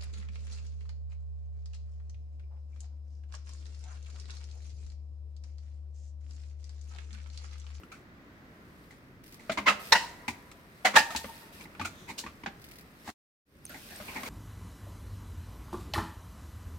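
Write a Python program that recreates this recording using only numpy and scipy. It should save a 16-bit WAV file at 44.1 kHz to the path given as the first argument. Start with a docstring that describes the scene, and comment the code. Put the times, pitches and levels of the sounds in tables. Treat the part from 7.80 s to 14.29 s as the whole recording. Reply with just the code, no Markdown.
"""A trials bicycle hops over boulders in a forest, a few metres away: filtered noise bursts make rim brakes grab with
a clack, tyres knock and scuff, and chain and cables rattle. Decaying sines make the wheels ring, the tyres hum and
small steel parts chink; the freewheel is a train of clicks and short hisses, and forest and dry leaves are shaped noise.
The sound is cut off, then fades in on a second take-off where tyres and a trotting dog stir dry leaves."""
import sys
import numpy as np
from scipy import signal
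from scipy.fft import rfft, irfft, next_fast_len
from scipy.io import wavfile
from scipy.ndimage import uniform_filter1d, map_coordinates

SR = 44100
rng = np.random.default_rng(int(sys.argv[2]) if len(sys.argv) > 2 else 0)


def int16_out(signal):
    """Quantize to a 16-bit WAV file."""
    q = np.round(np.clip(np.atleast_2d(signal).T, -1, 1) * 32767)
    wavfile.write(sys.argv[1], SR, q.astype(np.int16))


N = 286209


def amp(db):
    """Logarithmic level: decibels to gain."""
    return 10 ** (np.asarray(db) / 20)


def unit(x):
    """Normalisation by effective value: scaled to rms 1."""
    return x / np.sqrt(np.mean(x ** 2) + 1e-20)


def peaked(x):
    """Short-time level: scaled so that the loudest 300 samples have rms 1."""
    return x / np.sqrt(uniform_filter1d(np.mean(x ** 2, axis=0), size=300).max())


def along(points, hz):
    """Interpolation of (Hz, value) points on a logarithmic frequency axis."""
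    f, v = np.transpose(points)
    return np.interp(np.log(hz + 1), np.log(f + 1), v)


def curves(table):
    """Linear interpolation in time: one value per sample for each column after the time."""
    s, *cols = np.transpose(table)
    return [np.interp(np.arange(N) / SR, s, c) for c in cols]


def filtered(x, response):
    """Linear filtering: the spectrum of x times a response of frequency."""
    m = next_fast_len(x.shape[-1] + 4096)
    spectrum = rfft(x, m) * response(np.fft.rfftfreq(m, 1 / SR))
    return irfft(spectrum, m)[..., :x.shape[-1]]


def resonance(centre_hz, width_hz):
    """Simple damped oscillator: a causal band of peak gain 1."""
    return lambda f: 1j * f * width_hz / (centre_hz ** 2 - f * f + 1j * f * width_hz)


def add(track, s, sound):
    """Superposition: mixes a sound into a track from time s."""
    part = track[:, max(round(s * SR), 0):][:, :sound.shape[1]]
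    part += sound[:, :part.shape[1]]


def burst(t, rise, t60, grain, wide):
    """Shot noise: a volley of tiny impacts builds up and dies away; the two ears share most of it if wide < 1."""
    swell = np.sin(np.pi / 2 * np.minimum(t / max(rise, .001), 1)) ** 2
    decay = amp(-60 * np.maximum(t - 1.215 * rise, 0) / max(t60, .005))
    sizes = np.exp(grain * unit(uniform_filter1d(rng.standard_normal(len(t)), size=30)))
    mid, side = swell * decay * sizes * rng.standard_normal((2, len(t)))
    return np.array([mid + wide * side, mid - wide * side])


# Likeness of the two ears in broad noise. Each row: frequency in Hz, left-right correlation.
EAR_LIKENESS = [(40, 0.58), (80, 0.97), (150, 0.96), (550, 0.82), (1650, -0.33), (4970, 0.14),
                (15000, -0.18)]


def rush(spectrum, patchy_db, grain):
    """Turbulent noise of rms 1: a diffuse stereo field with patches of random gain and a crackle."""
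    crackle = np.exp(grain * unit(uniform_filter1d(rng.standard_normal(N), size=40)))
    z = signal.stft(crackle * rng.standard_normal((2, N)), nperseg=512)[2]
    patches = uniform_filter1d(rng.standard_normal(z.shape[1:]), size=6, axis=0)
    patches = uniform_filter1d(patches, size=10, axis=1)
    pair = signal.istft(z * amp(patchy_db * unit(patches)), nperseg=512)[1][:, :N]

    def mid_side_response(hz):
        # the angle that gives mid and side the wanted correlation
        turn = np.arccos(np.clip(along(EAR_LIKENESS, hz), -1, 1)) / 2
        return amp(along(spectrum, hz)) * [np.cos(turn), np.sin(turn)]

    mid, side = filtered(pair, mid_side_response)
    return unit(np.array([mid + side, mid - side]))


# Far background. Each row: time in seconds, rumble level in dB, air level in dB.
BACKGROUND_LEVELS = [(0, -55, -60), (.7, -55.5, -58), (1.5, -56, -62), (2, -53.5, -50), (2.8, -57, -59.5),
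                     (3.5, -56.5, -55.5), (4.2, -54.5, -57), (5.3, -57.5, -60), (5.9, -56, -64),
                     (6.49, -54.5, -44)]
# Chain, tyres and leaves hissing and crackling close by. Each row: time in seconds, level in dB.
RUSTLE_LEVELS = [(0, -68), (.3, -83.5), (1.05, -67), (1.42, -77.5), (1.68, -63.5), (2.3, -63.5),
                 (2.9, -66.5), (3.4, -50), (3.62, -54.5), (3.75, -67.5), (4.2, -62), (4.6, -66),
                 (5.15, -66), (5.3, -55), (5.83, -67.5), (5.9, -54), (6.15, -50), (6.49, -49)]
# Short steady hisses of the spinning freewheel. Each row: start in seconds, length in seconds, level in dB.
FREEWHEEL_WHIRRS = [(1.43, 0.16, -69), (1.988, 0.14, -50), (3.716, 0.15, -57)]
# Spectra of the far rumble, of air in the branches and of leaves. Each row: frequency in Hz, relative gain in dB.
RUMBLE_SPECTRUM = [(12, -44), (20, -9.5), (53, -1.5), (124, -2.5), (162, -1), (295, -3), (344, -5.5),
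                   (600, -19.5), (780, -50), (1320, -120)]
AIR_SPECTRUM = [(240, -34.5), (400, -2.5), (480, -4), (590, -2.5), (890, -7.5), (1030, -4), (1930, -4),
                (2880, -15), (4950, -21), (7000, -27.5), (10000, -35.5), (13000, -27.5), (16000, -29.5)]
LEAF_SPECTRUM = [(1470, -27.5), (2500, 1), (3000, -3.5), (5200, -4.5), (7100, -11.5), (8700, -5),
                 (10100, -9.5), (12600, -5), (14000, -7), (16000, -13.5)]
WHIRR_EDGE_S = .02


def forest():
    """Noise of many small sources: far rumble, air in the branches, and crackle and freewheel hiss close by."""
    rumble_db, air_db = curves(BACKGROUND_LEVELS)
    rustle_db, = curves(RUSTLE_LEVELS)
    t = np.arange(N) / SR
    whirr = np.zeros(N)
    for s, length, db in FREEWHEEL_WHIRRS:
        inside_s = np.minimum(t - s, s + length - t)
        whirr += amp(db) * np.clip(inside_s / WHIRR_EDGE_S, 0, 1)
    rumble = amp(rumble_db) * rush(RUMBLE_SPECTRUM, patchy_db=0.0, grain=0.07)
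    air = amp(air_db) * rush(AIR_SPECTRUM, patchy_db=0.0, grain=0.061)
    close = (amp(rustle_db) + whirr) * rush(LEAF_SPECTRUM, patchy_db=1.0, grain=0.3)
    return rumble + air + close


# In the four tables of hits, levels are relative and treble is relative to the clatter.
# Tyres knocking on rock. Each row: start in seconds, level in dB, pitch in Hz, t60 in seconds, treble in dB.
TYRE_KNOCKS = [(.033, -40.5, 1350, 0.044, -18), (1.695, -16, 650, 0.11, -29.5),
               (1.773, -19.5, 1050, 0.13, -20.5), (1.783, -22.5, 1135, .073, -17.5),
               (3.348, -21, 884, 0.064, -23.5), (3.442, -29.5, 555, .11, -26.5),
               (3.995, -25.5, 848, 0.098, -22), (4.011, -23.5, 1190, .12, -17.5),
               (4.437, -32.5, 914, 0.104, -29), (4.462, -30, 1150, 0.126, -19.5),
               (4.635, -33.5, 1030, .05, -20), (4.66, -22.5, 794, 0.1, -29),
               (5.275, -31, 834, 0.066, -13.5), (5.288, -31, 704, .092, -20), (5.75, -49.5, 553, .091, -21),
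               (6.2, -34, 607, 0.22, -30), (6.432, -29, 1100, 0.05, -7.5)]
# Chain and cables rattling on the frame. Each row: start in seconds, level in dB, pitch in Hz, t60 in seconds,
# treble in dB, rise in seconds.
FRAME_RATTLES = [(.113, -38, 1370, 0.21, -9, 0.0079), (1.712, -28.5, 2140, 0.091, -6, .0089),
                 (2.15, -24, 2790, 0.42, -8.5, 0.0068), (2.714, -42.5, 1320, .061, -2, 0.0015),
                 (3.181, -15.5, 2710, .17, -8.5, .0045), (3.303, -29.5, 716, 0.24, -7, 0.0036),
                 (3.36, -26.5, 2550, .11, 3, 0.0019), (3.949, -41.5, 1340, 0.052, -22, 0.00193),
                 (4.043, -23, 1350, 0.12, -8, .012), (4.1, -50, 3560, .95, -25, 0.1),
                 (4.374, -32, 2900, 0.11, 5, .014), (5.23, -37, 1104, 0.084, -3, 0.068)]
# Tyres scuffing grit and leaves. Each row: start in seconds, level in dB, pitch in Hz, t60 in seconds,
# treble in dB, rise in seconds.
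TYRE_SCUFFS = [(1.105, -43, 1980, .2, -10.5, .004), (1.59, -43.5, 2100, 0.4, -8.5, 0.0073),
               (2.478, -20, 2255, 0.11, -10.5, 0.0052), (3.132, -23, 1100, 0.05, -16.5, .016),
               (3.798, -39, 2410, 0.099, -7.5, 0.015), (3.852, -39, 2070, 0.062, -24, 0.0039),
               (4.27, -29.5, 2184, 0.092, -10, 0.031), (5.892, -39.5, 1500, 0.54, -8, 0.0047),
               (5.94, -36, 1970, 0.21, -15, 0.0041), (6.07, -41, 1756, 0.52, -9.5, .047),
               (6.276, -33, 2350, 0.3, -14, 0.0099), (6.348, -27, 2090, 0.16, -14, 0.018),
               (6.455, -32, 2280, .16, -6, .0077)]
# Rim brakes grabbing. Each row: start in seconds, level in dB, pitch in Hz, t60 in seconds, treble in dB,
# rise in seconds, second pitch in Hz, left-right difference in dB.
BRAKE_GRABS = [(1.857, -11.5, 1026, 0.16, -21.5, .018, 2050, -0.5),
               (1.87, -9.5, 1284, 0.13, -18.5, 0.016, 2700, -2.5),
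               (2.119, -4, 3970, 0.059, -12, 0.0078, 5370, -.5),
               (2.143, -14.5, 1510, 0.043, -18.5, 0.017, 2800, -0.5),
               (3.045, -8.5, 757, .12, -13, 0.012, 2000, 0),
               (3.152, -4.5, 1780, 0.078, -9.5, 0.014, 890, -3)]
KNOCK_RISE_S, PAN_DB = .0022, 0.55  # left-right difference, where no brake sets it
KNOCK_RATIO, RATTLE_RATIO, SCUFF_RATIO = 2.05, 1.75, .41  # second pitch over the first
# What each kind shares. Each row: thump in dB for a hit of level -20 dB, its change per dB of level,
# bandwidth of the pitches over their centre, second pitch in dB, clear ping in dB.
GRAB, KNOCK = (-9, -1.3, .15, -5, -21), (-10, -.55, .2, -8, -16)
RATTLE, SCUFF = (-17, .05, .3, -5, -36), (-7, -.05, .33, -.5, -36)


def contacts():
    """Impact classes: every hit with the second pitch, place, thump and bandwidth of its kind."""
    def completed(rows, ratio):
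        return [(*row, ratio * row[2], PAN_DB) for row in rows]

    knocks = [(*row, KNOCK_RISE_S) for row in TYRE_KNOCKS]
    kinds = [(BRAKE_GRABS, GRAB), (completed(knocks, KNOCK_RATIO), KNOCK),
             (completed(FRAME_RATTLES, RATTLE_RATIO), RATTLE), (completed(TYRE_SCUFFS, SCUFF_RATIO), SCUFF)]
    hits = []
    for rows, (thump_db, slope, *rest) in kinds:
        for row in rows:
            hits.append((*row, thump_db + slope * (row[1] + 20), *rest))
    return hits


# Spectra of the broad clatter and of the treble fizz. Each row: frequency in Hz, relative gain in dB.
CLATTER_SPECTRUM = [(180, -45.5), (300, -22), (572, -6.5), (861, -5.5), (1120, -6.5), (1250, -8.5),
                    (1500, -5), (1800, -7), (2110, -6), (7000, -26.5), (9100, -50), (15400, -120)]
FIZZ_SPECTRUM = [(2350, -14.5), (4000, 0), (4870, -5.5), (7270, -5), (13200, -19), (16000, -16.5)]


def bike():
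    """Impact excitation of resonances: each hit clatters around two pitches, thumps the tyre and fizzes."""
    out, t = np.zeros((2, N)), np.arange(SR // 3) / SR
    for s, db, main_hz, t60, treble_db, rise, second_hz, pan_db, thump_db, blur, second_db, ping_db in contacts():
        volley = burst(t, rise, t60, grain=0.14, wide=0.48)

        def pitches(f):
            main = resonance(main_hz, blur * main_hz)(f) ** 2
            return main + amp(second_db) * resonance(second_hz, blur * second_hz)(f) ** 2

        def tyre_boom(f):
            # the air in the tyre booms over a deeper push, which soft landings bring out
            return resonance(230, 170)(f) ** 2 + amp(-17 - .45 * db) * resonance(80, 70)(f) ** 2

        # the pitched knock is over sooner than the broad rattle
        knock = filtered(volley * amp(-30 * np.maximum(t - rise, 0) / t60), pitches)
        # a clear tone at the main pitch, stronger when low
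        ping = amp(ping_db - 130 * np.maximum(t - 1.5 * rise, 0) / t60)
        ping = ping * np.minimum(t / rise, 1) * 900 / main_hz
        knock = knock + ping * np.sin(2 * np.pi * (main_hz * t + rng.random()))
        rattle = filtered(volley, lambda f: amp(along(CLATTER_SPECTRUM, f)))
        clatter = peaked(0.81 * rattle + 1.3 * knock)
        thump = peaked(filtered(volley[[0, 0]], tyre_boom))
        # the fizz lasts a little longer
        fizz = burst(t, 1.1 * rise, 1.2 * t60, grain=0.3, wide=0.56)
        fizz = peaked(filtered(fizz, lambda f: amp(along(FIZZ_SPECTRUM, f))))
        sound = clatter + amp(thump_db) * thump + amp(treble_db) * fizz
        add(out, s, amp(db - 9 + np.array([[pan_db], [-pan_db]]) / 2) * sound)
    return out


# Reverberation among trees. Each row: frequency in Hz, t60 in seconds.
TREE_DECAY = [(200, 0.77), (1800, 0.36), (5500, 0.38)]


def trees(x):
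    """Reverberation: rocks and trunks scatter sound back; each frequency decays at its own speed."""
    hz, t, z = signal.stft(rng.standard_normal((2, SR // 2)), SR, nperseg=256)
    decay = amp(-60 * t / along(TREE_DECAY, hz)[:, None])
    # little side signal in the bass: it is alike at both ports
    mid_side = np.array([1 + 0 * hz, hz / (hz + 700)])[:, :, None]
    mid, side = signal.istft(z * decay * mid_side, SR, nperseg=256)[1]
    tail = np.array([mid + side, mid - side])
    delayed = np.pad(x, ((0, 0), (400, 0)))  # samples before the first echo
    return signal.fftconvolve(delayed, tail / np.linalg.norm(tail[0]), axes=1)[:, :N]


# The camera body shades its ports. Each row: frequency in Hz, left-right difference in dB.
PORT_SHADING = [(60, -0.5), (180, 0.5), (550, 2), (1650, -0.5), (4970, -2.5), (15000, 6.5)]


def ports(x):
    """Diffraction: two close ports differ little in the bass, more in the treble, where the camera body shades them."""
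    mid, side = (x[0] + x[1]) / 2, (x[0] - x[1]) / 2
    side = filtered(side, lambda f: 1.6 * f * f / (f * f + 600 ** 2))
    pair = np.array([mid + side, mid - side])
    return filtered(pair, lambda f: amp(along(PORT_SHADING, f) / 2 * [[1], [-1]]))


# The freewheel spinning. Each row: start in seconds, end in seconds, first and last clicks per second,
# relative level in dB.
FREEWHEEL_SPINS = [(1.438, 1.55, 48, 74, -50), (4.794, 5.017, 46, 37, -51)]
# Spectrum of one click. Each row: frequency in Hz, relative gain in dB.
PAWL_SPECTRUM = [(710, -28.5), (1200, -25), (1850, -6), (2000, -4), (3180, -12.5), (4800, -8), (6580, -15),
                 (12200, -12.5), (16000, -12.5)]
PAWL_JITTER_S, PAWL_SCATTER_DB = 0.0013, 3.8  # standard deviations


def freewheel():
    """Periodic impacts: pawls snap over ratchet teeth, a little unevenly, at a gliding rate."""
    out, t = np.zeros((2, N)), np.arange(SR // 10) / SR
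    for start, end, first, last, db in FREEWHEEL_SPINS:
        span = np.arange(start, end, 1 / SR)
        teeth = np.cumsum(np.linspace(first, last, len(span))) / SR
        for s in np.interp(np.arange(teeth[-1]), teeth, span):
            click = burst(t, .002, .08, grain=0.47, wide=1.0)
            click = peaked(filtered(click, lambda f: amp(along(PAWL_SPECTRUM, f))))
            when = s + PAWL_JITTER_S * rng.normal()
            add(out, when, amp(db - 5.5 + PAWL_SCATTER_DB * rng.normal()) * click)
    return out


# Landings after which a tyre hums on. Each row: start in seconds, level in dB, pitch in Hz.
TYRE_HUMS = [(1.775, -33, 205), (1.87, -30, 205), (2.48, -40, 90), (3.065, -35, 205), (3.35, -37, 75),
             (4.0, -33, 90)]
HUM_RISE_S, HUM_T60_S = .015, .26


def tyre():
    """Damped free vibration: a low hum swells and dies."""
    out, t = np.zeros((2, N)), np.arange(SR // 3) / SR
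    for s, db, hz in TYRE_HUMS:
        envelope = (1 - np.exp(-t / HUM_RISE_S)) * amp(db - 60 * t / HUM_T60_S)
        hum = envelope * np.sin(2 * np.pi * (hz * t + rng.random()))
        add(out, s, np.array([hum, hum]))
    return out


# Blows that set a wheel ringing. Each row: start in seconds, relative level in dB, settled pitch ratio.
WHEEL_BLOWS = [(1.78, -30.5, 1.02), (1.876, -30, 1.7), (2.122, -7, 1.001), (2.15, -13, 1.035),
               (3.056, -24, 0.66), (3.164, -5.5, .94), (3.19, -22, 0.96)]
# Modes of rim and spokes. Each row: frequency in Hz at ratio 1, relative level in dB,
# relative decay time of the lasting part.
WHEEL_MODES = [(486, -19.5, 0.71), (681, -17.5, 1), (900, -16, 0.39), (930.7, 1, 0.16), (968, -7, 0.8),
               (1502, -14, 0.11), (1837, -1, 0.2), (1955, -3, .45), (2160, -12.5, 0.41), (2710, -18, 0.35)]
CLIMB, FIRST_T60_S = .022, 0.11  # share by which the pitch climbs as the load comes off; damped first decay


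def wheels():
    """Modal damping: brake pad and tyre damp the ring fast at first; a faint, fluttering rest lasts longer."""
    out, t = np.zeros((2, N)), np.arange(SR * 3 // 4) / SR
    for s, db, ratio in WHEEL_BLOWS:
        cycles = np.cumsum(ratio * (1 - CLIMB * np.exp(-t / 0.054))) / SR
        for hz, level_db, t60 in WHEEL_MODES:
            # a random walk of the phase, with an offset between the ears
            waver = 1.7 * np.cumsum(rng.standard_normal(len(t))) * np.sqrt(40 / SR)
            phase = 2 * np.pi * hz * cycles + waver + rng.normal(0, 0.22, (2, 1))
            flutter_db = 5 * map_coordinates(rng.standard_normal(40), [45 * t], mode="wrap")
            rest = amp(-30 + flutter_db - 60 * t / (2.5 * t60))
            decay = amp(-60 * t / FIRST_T60_S) + rest
            swell = (1 - np.exp(-t / 0.0023)) * amp(level_db + rng.normal(0, 1.5)) * decay
            add(out, s, amp(db - 7) * swell * np.sin(phase))
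    return out


CUT_S, CUT_DROP_DB, CUT_DB_PER_S, SILENT_S = 5.304, -6, -580, 5.34  # a drop, a quick fall, then nothing
FADE_IN_S, FADE_LENGTH_S, FADE_POWER = 5.652, 0.18, 0.96


def fader():
    """Gain envelope: an editor's cut to silence and fade-in."""
    t = np.arange(N) / SR
    fall = amp(CUT_DROP_DB + CUT_DB_PER_S * np.maximum(t - CUT_S, 0)) * (t < SILENT_S)
    cut = np.where(t < CUT_S, 1, fall)
    return cut + np.clip((t - FADE_IN_S) / FADE_LENGTH_S, 0, 1) ** FADE_POWER


# Small bright chinks of steel. Each row: start in seconds, relative level in dB, pitch in Hz.
STEEL_CHINKS = [(5.8531, -35, 9340), (5.8651, -43, 6220), (5.8946, -43, 12790), (6.1608, -40.5, 8300)]
# Modes of the steel part. Each row: pitch ratio, relative level in dB, t60 in seconds.
STEEL_MODES = [(1, 3.5, 0.017), (.68, -16.5, 0.072), (1.25, -17.5, .015)]


def chinks():
    """Free vibration in modes: a small steel part rings briefly, to the right."""
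    out, t = np.zeros((2, N)), np.arange(SR // 10) / SR
    for s, db, hz in STEEL_CHINKS:
        ring = np.zeros(len(t))
        for ratio, level_db, t60 in STEEL_MODES:
            ring += amp(level_db - 60 * t / t60) * np.sin(2 * np.pi * hz * ratio * t)
        tap = 0.23 * burst(t, 0.00092, .012, grain=0.22, wide=.5)
        add(out, s, amp(db + np.array([[-2], [2]])) * (ring + tap))
    return out


def scene():
    """Superposition of the bicycle, its echoes and the forest."""
    near = bike() + wheels() + freewheel() + tyre()
    return ports(near) + amp(-13) * trees(near) + chinks() + forest()


TOP_HZ = 15900


def record(dry):
    """Saturation and band limiting: soft clipping of the hardest blows, the cut and fade, then the band limit."""
    clipped = dry / (1 + np.abs(dry / .95) ** 4) ** (1 / 4)
    return filtered(clipped * fader(), lambda hz: hz < TOP_HZ)


dry = scene()
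out = record(dry)
int16_out(out)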